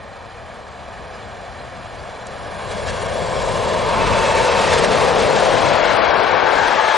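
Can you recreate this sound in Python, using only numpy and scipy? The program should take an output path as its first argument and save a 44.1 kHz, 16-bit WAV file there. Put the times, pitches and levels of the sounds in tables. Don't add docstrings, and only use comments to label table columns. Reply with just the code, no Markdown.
import sys
import numpy as np
from scipy import signal
from scipy.io import wavfile
from scipy.ndimage import uniform_filter1d

SR = 44100
rng = np.random.default_rng(int(sys.argv[2]) if len(sys.argv) > 2 else 0)


def volts(x):
    e = np.asarray(x, float) / 20
    return 10 ** e


def to_wav(s):
    ch = np.atleast_2d(s).T
    pcm = np.round(np.clip(ch, -1, 1) * 32767)
    wavfile.write(sys.argv[1], SR, pcm.astype(np.int16))


N = 307368

# start in seconds, length in seconds, start, top and end pitch in Hz, level in dB.
CHIRPS = [
    (1.122, .05, 5140, 5030, 4890, -49),
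    (1.583, .032, 3750, 4120, 4060, -44),
    (1.902, .016, 3960, 4140, 4200, -49),
    (1.976, .036, 4350, 4620, 4200, -46),
    (2.2, .03, 3900, 4100, 4000, -48),
]
# peak level in dB, pitch in Hz, resonance width in Hz.
TICK = (-18, 7500, 2900)
# start in seconds, level in dB, 60 dB decay time in seconds.
PINGS = [
    (2.715, -42.5, 0.089),
    (2.818, -49, 0.099),
    (3.022, -42, 0.16),
    (3.14, -47, 0.11),
]

# time in seconds, stage (0 far, 1 locomotive close, 2 coaches alongside),
# bearing (0 ahead, 1 abeam left).
PASSING = [
    (0, 0.091, 0.036),
    (2.2, 0.26, 0.065),
    (3, 0.55, 0.23),
    (4, 1.37, 0.21),
    (5, 1.244, 0.33),
    (5.5, 1.256, 0.54),
    (6, 1.51, 0.99),
    (6.97, 1.625, 0.86),
]
# time in seconds, level in dB.
ROAR_LEVEL = [(0, -38.5), (.66, -38), (1, -36), (2.25, -34.5), (2.9, -27.5), (3.4, -23), (4.2, -19.5),
              (4.9, -18), (5.6, -18), (6.1, -18), (6.97, -19.5)]
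# frequency in Hz, density in dB per Hz.
FAR_COLOUR = [(15, -40), (25, -22), (61, 0), (117, -3), (154, -13), (194, -2.5), (269, -8), (721, -5),
              (1750, -11), (2030, -9.5), (2360, -15), (8580, -27), (9490, -23), (9900, -34.5),
              (13600, -80.5), (22000, -120)]
# frequency in Hz, density in dB per Hz.
LOCO_COLOUR = [(15, -34.5), (25, -17.5), (59, -10), (194, -5), (290, -15), (506, 5.5), (758, 0),
               (905, -1.5), (1260, -13), (2550, -16.5), (2750, -17.5), (7750, -25), (9490, -26.5),
               (10500, -28.5), (13600, -74), (22000, -120)]
# frequency in Hz, density in dB per Hz.
COACH_COLOUR = [(15, -49), (25, -24.5), (184, -21), (276, -9), (589, 2), (882, 4.5), (1360, -1.5),
                (1580, -11), (1880, -6.5), (2250, -10.5), (2550, -14.5), (6020, -28), (9250, -34.5),
                (10500, -43), (13600, -121), (22000, -120)]
# centre in seconds, half length in seconds, pitch in Hz, width in Hz, lift over the noise in dB.
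RINGS = [(4.3, .45, 2600, 28, 12), (4.25, .5, 895, 34, 11), (3.75, .5, 1000, 150, 6),
         (4.95, .5, 440, 70, 5), (6.0, .2, 660, 50, 5), (6.6, .45, 870, 60, 6), (6.3, .35, 1550, 150, 7),
         (6.8, .25, 1660, 160, 7), (6.2, .35, 2280, 140, 3), (4.75, .1, 1900, 90, 5), (1.5, .9, 680, 90, 3),
         (4.0, .75, 790, 80, -5), (1.2, 1.5, 8650, 900, -3), (6.35, .2, 400, 120, 4),
         (1.8, 2.2, 7300, 900, 3), (4.05, .12, 40, 30, 8), (4.6, .8, 320, 70, -6), (3.3, .8, 62, 25, 4)]
PART_EDGES_HZ = (330, 1300, 4000)
# far, locomotive close and coaches alongside in dB.
PARTS_DB = [
    (-5.5, -7, -21.5),
    (-0.5, 0, -0.5),
    (-6, -9, 0.5),
    (-18.5, -14.5, -23),
]
# time in seconds, treble change in dB, length in seconds.
JOLTS = [(2.72, 3, 0.017), (2.89, 4, 0.026), (3.02, 1.5, 0.016), (3.3, 0, .02), (4.336, -3, 0.018),
         (4.39, 1, 0.011), (4.734, 2.5, 0.011), (4.85, 2, 0.019), (4.877, -4.5, 0.023), (5.13, -2, 0.015),
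         (5.21, 2.5, 0.03), (5.35, -0.5, 0.028)]
# centre in seconds, half length in seconds, lift in dB.
BOGIES = [
    (2.85, .22, 3.5),
    (4.27, 0.24, 6),
    (4.75, 0.26, 5.5),
    (5.22, 0.075, 1),
    (5.4, .08, 4),
    (5.66, 0.11, 3.5),
    (5.92, 0.054, 2.5),
    (6.62, .13, 4),
    (6.92, 0.17, 5.5),
]
BOGIE_SHARES = (0.086, 0.035, 0.29, 0.92)
# centre in seconds, half length in seconds, rumble change in dB.
THUMPS = [
    (2.86, 0.06, 4),
    (4.05, 0.18, 8),
    (4.4, .07, 4.5),
    (4.85, 0.25, 3),
    (5.24, 0.032, 3.5),
    (5.66, 0.082, 1),
    (6.92, 0.086, -6),
]
# time in seconds, delay in ms, strength as a factor.
GROUND_ECHO = [
    (0, 1.68, 0.35),
    (2.4, 1.74, 0.3),
    (2.8, 1.8, 0.45),
    (3.3, 1.77, 0.37),
    (4.2, 1.77, .22),
    (5.4, 1.85, 0.02),
    (6, 1.78, 0.16),
    (6.97, 1.85, 0.078),
]
PLATFORM_ECHO = (0.34, 0.069, 0.18)

# frequency in Hz, left over right in dB.
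LEAN_AHEAD = [(60, 0.5), (110, 11), (190, 5), (330, 1.5), (590, 1.5), (1050, -1), (1860, -1), (3300, -2),
              (5840, -2), (10400, 10.5)]
# frequency in Hz, left over right in dB.
LEAN_ABEAM = [(60, 5), (110, 12), (190, 11.5), (330, 12.5), (590, 11), (1050, 10), (1860, 7), (3300, 8.5),
              (5840, 5.5), (10400, -11)]
# frequency in Hz, lead in radians.
LEAD_AHEAD = [(30, 1.2), (150, 0.6), (430, 0.68), (1030, 0.69), (1640, .2), (2500, .05), (10500, .01)]
# frequency in Hz, lead in radians.
LEAD_ABEAM = [(30, 2.2), (150, 3.5), (300, 1.5), (520, 1.1), (1380, .2), (2580, .08), (10500, .01)]
# frequency in Hz, likeness (0 to 1) ahead, likeness (0 to 1) abeam.
LIKENESS = [(40, .6, .5), (130, 0.99, 0.26), (300, 0.83, 0.88), (700, 1, 0.73), (1500, 0.88, 0.88),
            (3900, 1, 0.98), (9400, 0.83, 0.88)]


def evened(x):
    return x / np.sqrt(np.mean(x ** 2) + 1e-20)


def over_hz(points, hz, column=1):
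    p = np.array(points, float)
    return np.interp(np.log(hz + 1), np.log(p[:, 0] + 1), p[:, column])[:, None]


def over_time(points, t):
    s, *columns = np.transpose(points)
    return [np.interp(t, s, c) for c in columns]


def by_stage(values, t):
    return np.interp(over_time(PASSING, t)[0], np.arange(3), values)


def bumps(rows, t):
    return sum(db * np.exp(-((t - s) / half) ** 2) for s, half, db in rows)


def add(mix, s, sound):
    part = mix[round(s * SR):][:len(sound)]
    part += sound[:len(part)]


def resonate(x, hz, width_hz):
    turn = np.exp(2j * np.pi * hz * np.arange(len(x)) / SR)
    r = np.exp(-np.pi * width_hz / SR)
    return 2 * (turn * signal.lfilter([1 - r], [1, -r], x / turn)).real


def flicker(ms):
    size = int(ms * SR / 1000)
    smooth = uniform_filter1d(rng.standard_normal(N), size)
    return evened(uniform_filter1d(smooth, size))


def birds():
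    out = np.zeros(N)
    for s, length, start_hz, top_hz, end_hz, db in CHIRPS:
        u = np.linspace(0, 1, int(length * SR))
        bend_hz = 2 * top_hz - (start_hz + end_hz) / 2
        hz = (1 - u) ** 2 * start_hz + 2 * u * (1 - u) * bend_hz + u ** 2 * end_hz
        whistle = np.sin(2 * np.pi * np.cumsum(hz) / SR)
        add(out, s, volts(db) * np.sin(np.pi * u) * whistle)
    return out


def tick():
    start_s, bounce_s = 2.2699, 0.0009
    db, hz, width_hz = TICK
    t, out = np.arange(300) / SR, np.zeros(N)
    snap = volts(db) * np.exp(-np.pi * width_hz * t / 2) * np.sin(2 * np.pi * hz * t)
    add(out, start_s, snap)
    add(out, start_s + bounce_s, 0.3 * snap)
    return out


def rail_song():
    mode_hz, width_hz = 9440, 200
    start_db, rise_db_per_s, full_s = -77.5, 7, 2.75
    fade_from_s, fade_db_per_s, waver_db = 4, 2, 4
    now = np.arange(N) / SR
    ring = resonate(rng.standard_normal(N), mode_hz, width_hz)
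    ring = evened(resonate(ring, mode_hz, width_hz))
    rise_db = rise_db_per_s * np.minimum(now, full_s)
    fade_db = fade_db_per_s * np.maximum(now - fade_from_s, 0)
    level = volts(start_db + rise_db - fade_db + waver_db * flicker(ms=130))
    for s, db, t60 in PINGS:
        attack = np.clip((now - s) / 0.0065 + 1, 0, 1)
        level = level + volts(db - 60 * np.maximum(now - s, 0) / t60) * attack
    return level * ring


def echo_comb(hz, t):
    platform_ms, fade_hz = 1.224, 8600
    delay_ms, ground = over_time(GROUND_ECHO, t)
    platform = by_stage(PLATFORM_ECHO, t)
    turn = -2j * np.pi * hz[:, None] / 1000
    fade = np.exp(-hz[:, None] / fade_hz)
    return abs(1 + fade * (ground * np.exp(turn * delay_ms) + platform * np.exp(turn * platform_ms)))


def train_colour(hz, t, patchy_db):
    stage = np.clip(over_time(PASSING, t)[0], 0, 2)
    far, coach = np.clip(1 - stage, 0, 1), np.clip(stage - 1, 0, 1)
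    loco = 1 - far - coach
    db = far * over_hz(FAR_COLOUR, hz) + loco * over_hz(LOCO_COLOUR, hz) + coach * over_hz(COACH_COLOUR, hz)
    for s, half, ring_hz, width_hz, ring_db in RINGS:
        swell = np.exp(-((t - s) / half) ** 4)
        db += ring_db * swell / (1 + (2 * (hz[:, None] - ring_hz) / width_hz) ** 2)
    patches = rng.standard_normal((len(t), len(hz))).T
    patches = uniform_filter1d(patches, size=10, axis=0)
    db += patchy_db * evened(uniform_filter1d(patches, size=8, axis=1))
    return volts(db) * echo_comb(hz, t)


def microphone_pair(hz, t):
    abeam = np.clip(over_time(PASSING, t)[1], 0, 1.2)
    ahead = 1 - abeam
    lean = volts((ahead * over_hz(LEAN_AHEAD, hz) + abeam * over_hz(LEAN_ABEAM, hz)) / 2)
    lead = ahead * over_hz(LEAD_AHEAD, hz) + abeam * over_hz(LEAD_ABEAM, hz)
    same = np.clip(ahead * over_hz(LIKENESS, hz) + abeam * over_hz(LIKENESS, hz, column=2), 0, 1)
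    a, b, c, d = rng.standard_normal((len(t), len(hz), 4)).T
    left = a + 1j * b
    right = (same * left + np.sqrt(1 - same ** 2) * (c + 1j * d)) * np.exp(-1j * lead)
    mean_size = np.sqrt(lean ** 2 + lean ** -2 + 2 * same * np.cos(lead))
    return np.array([left * lean, right / lean]) / mean_size


def rolling():
    frame, hop = 2048, 512
    hz, t, now = np.fft.rfftfreq(frame, 1 / SR), np.arange(N // hop + 5) * hop / SR, np.arange(N) / SR
    colour, pair = train_colour(hz, t, patchy_db=0.8), microphone_pair(hz, t)
    above = [1 / (1 + (edge / (hz + 1)) ** 12) for edge in PART_EDGES_HZ]
    shares = -np.diff([np.ones_like(hz), *above, np.zeros_like(hz)], axis=0)

    jolt_db = sum(db * np.exp(-((now - s) / length) ** 2) for s, db, length in JOLTS)
    shake = flicker(ms=11)
    shaking_db = [0.23 * flicker(ms=60) + bumps(THUMPS, now),
                  0.1 * jolt_db + 0.18 * shake,
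                  0.9 * jolt_db + 0.6 * shake,
                  1.2 * jolt_db + 0.8 * shake]

    roar_db, bogie_db = over_time(ROAR_LEVEL, now)[0], bumps(BOGIES, now)
    out = np.zeros((2, N))
    for share, part_db, bare, extra_db in zip(shares, PARTS_DB, BOGIE_SHARES, shaking_db):
        level_db = roar_db + by_stage(part_db, now) + bare * bogie_db
        part = colour * np.sqrt(np.maximum(share, 0))[:, None]
        spectrum = pair * part / np.linalg.norm(part, axis=0)
        x = signal.istft(spectrum, nperseg=frame, noverlap=frame - hop)[1][:, :N]
        out += volts(level_db + extra_db) * x / np.std(x.mean(0))
    return out


def scene():
    tick_pan = volts(np.array([[1.5], [-1.5]]))
    return birds() + tick() * tick_pan + rail_song() + rolling()


def thinned_treble(x):
    ceiling_top_hz, sag_hz, sag_from_bearing, regain_hz_per_db = 9000, 3800, 0.25, 300
    step_db, frame_wobble_db, band_wobble_db, step_from_hz = 9, 0.8, 1.5, 3000
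    hz, t, z = signal.stft(x, SR, window="cosine", nperseg=1024, noverlap=512)
    size = abs(z.mean(0)) + 1e-12
    local = uniform_filter1d(np.log(size), size=28, axis=0)
    local = uniform_filter1d(local, size=5, axis=1)
    wide = np.clip((over_time(PASSING, t)[1] - sag_from_bearing) / (1 - sag_from_bearing), 0, 1)
    ceiling_hz = ceiling_top_hz - wide * (sag_hz - regain_hz_per_db * bumps(BOGIES, t))
    at_ceiling = np.exp(local[np.searchsorted(hz, ceiling_hz), np.arange(len(t))])
    wobble = evened(uniform_filter1d(rng.standard_normal(len(t)), size=2))
    bands = np.repeat(rng.standard_normal((len(t), 65)).T, 8, axis=0)[:len(hz)]
    step = at_ceiling * volts(step_db + frame_wobble_db * wobble + band_wobble_db * bands) + 1e-12
    gain = np.floor(size / step + 0.4) * step / size
    kept = z * np.where(hz[:, None] > step_from_hz, gain, 1)
    return signal.istft(kept, SR, window="cosine", nperseg=1024, noverlap=512)[1][:, :N]


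def top_cut(x):
    return signal.sosfilt(signal.butter(12, 10960, fs=SR, output="sos"), x)


def record(dry):
    soft = 1.4 * np.tanh(dry / 1.4)
    low_pass = signal.firwin(255, 10900, fs=SR)
    narrow = signal.oaconvolve(soft, low_pass[None], "same")
    mix = thinned_treble(narrow)
    return top_cut(mix)


dry = scene()
out = record(dry)
to_wav(out)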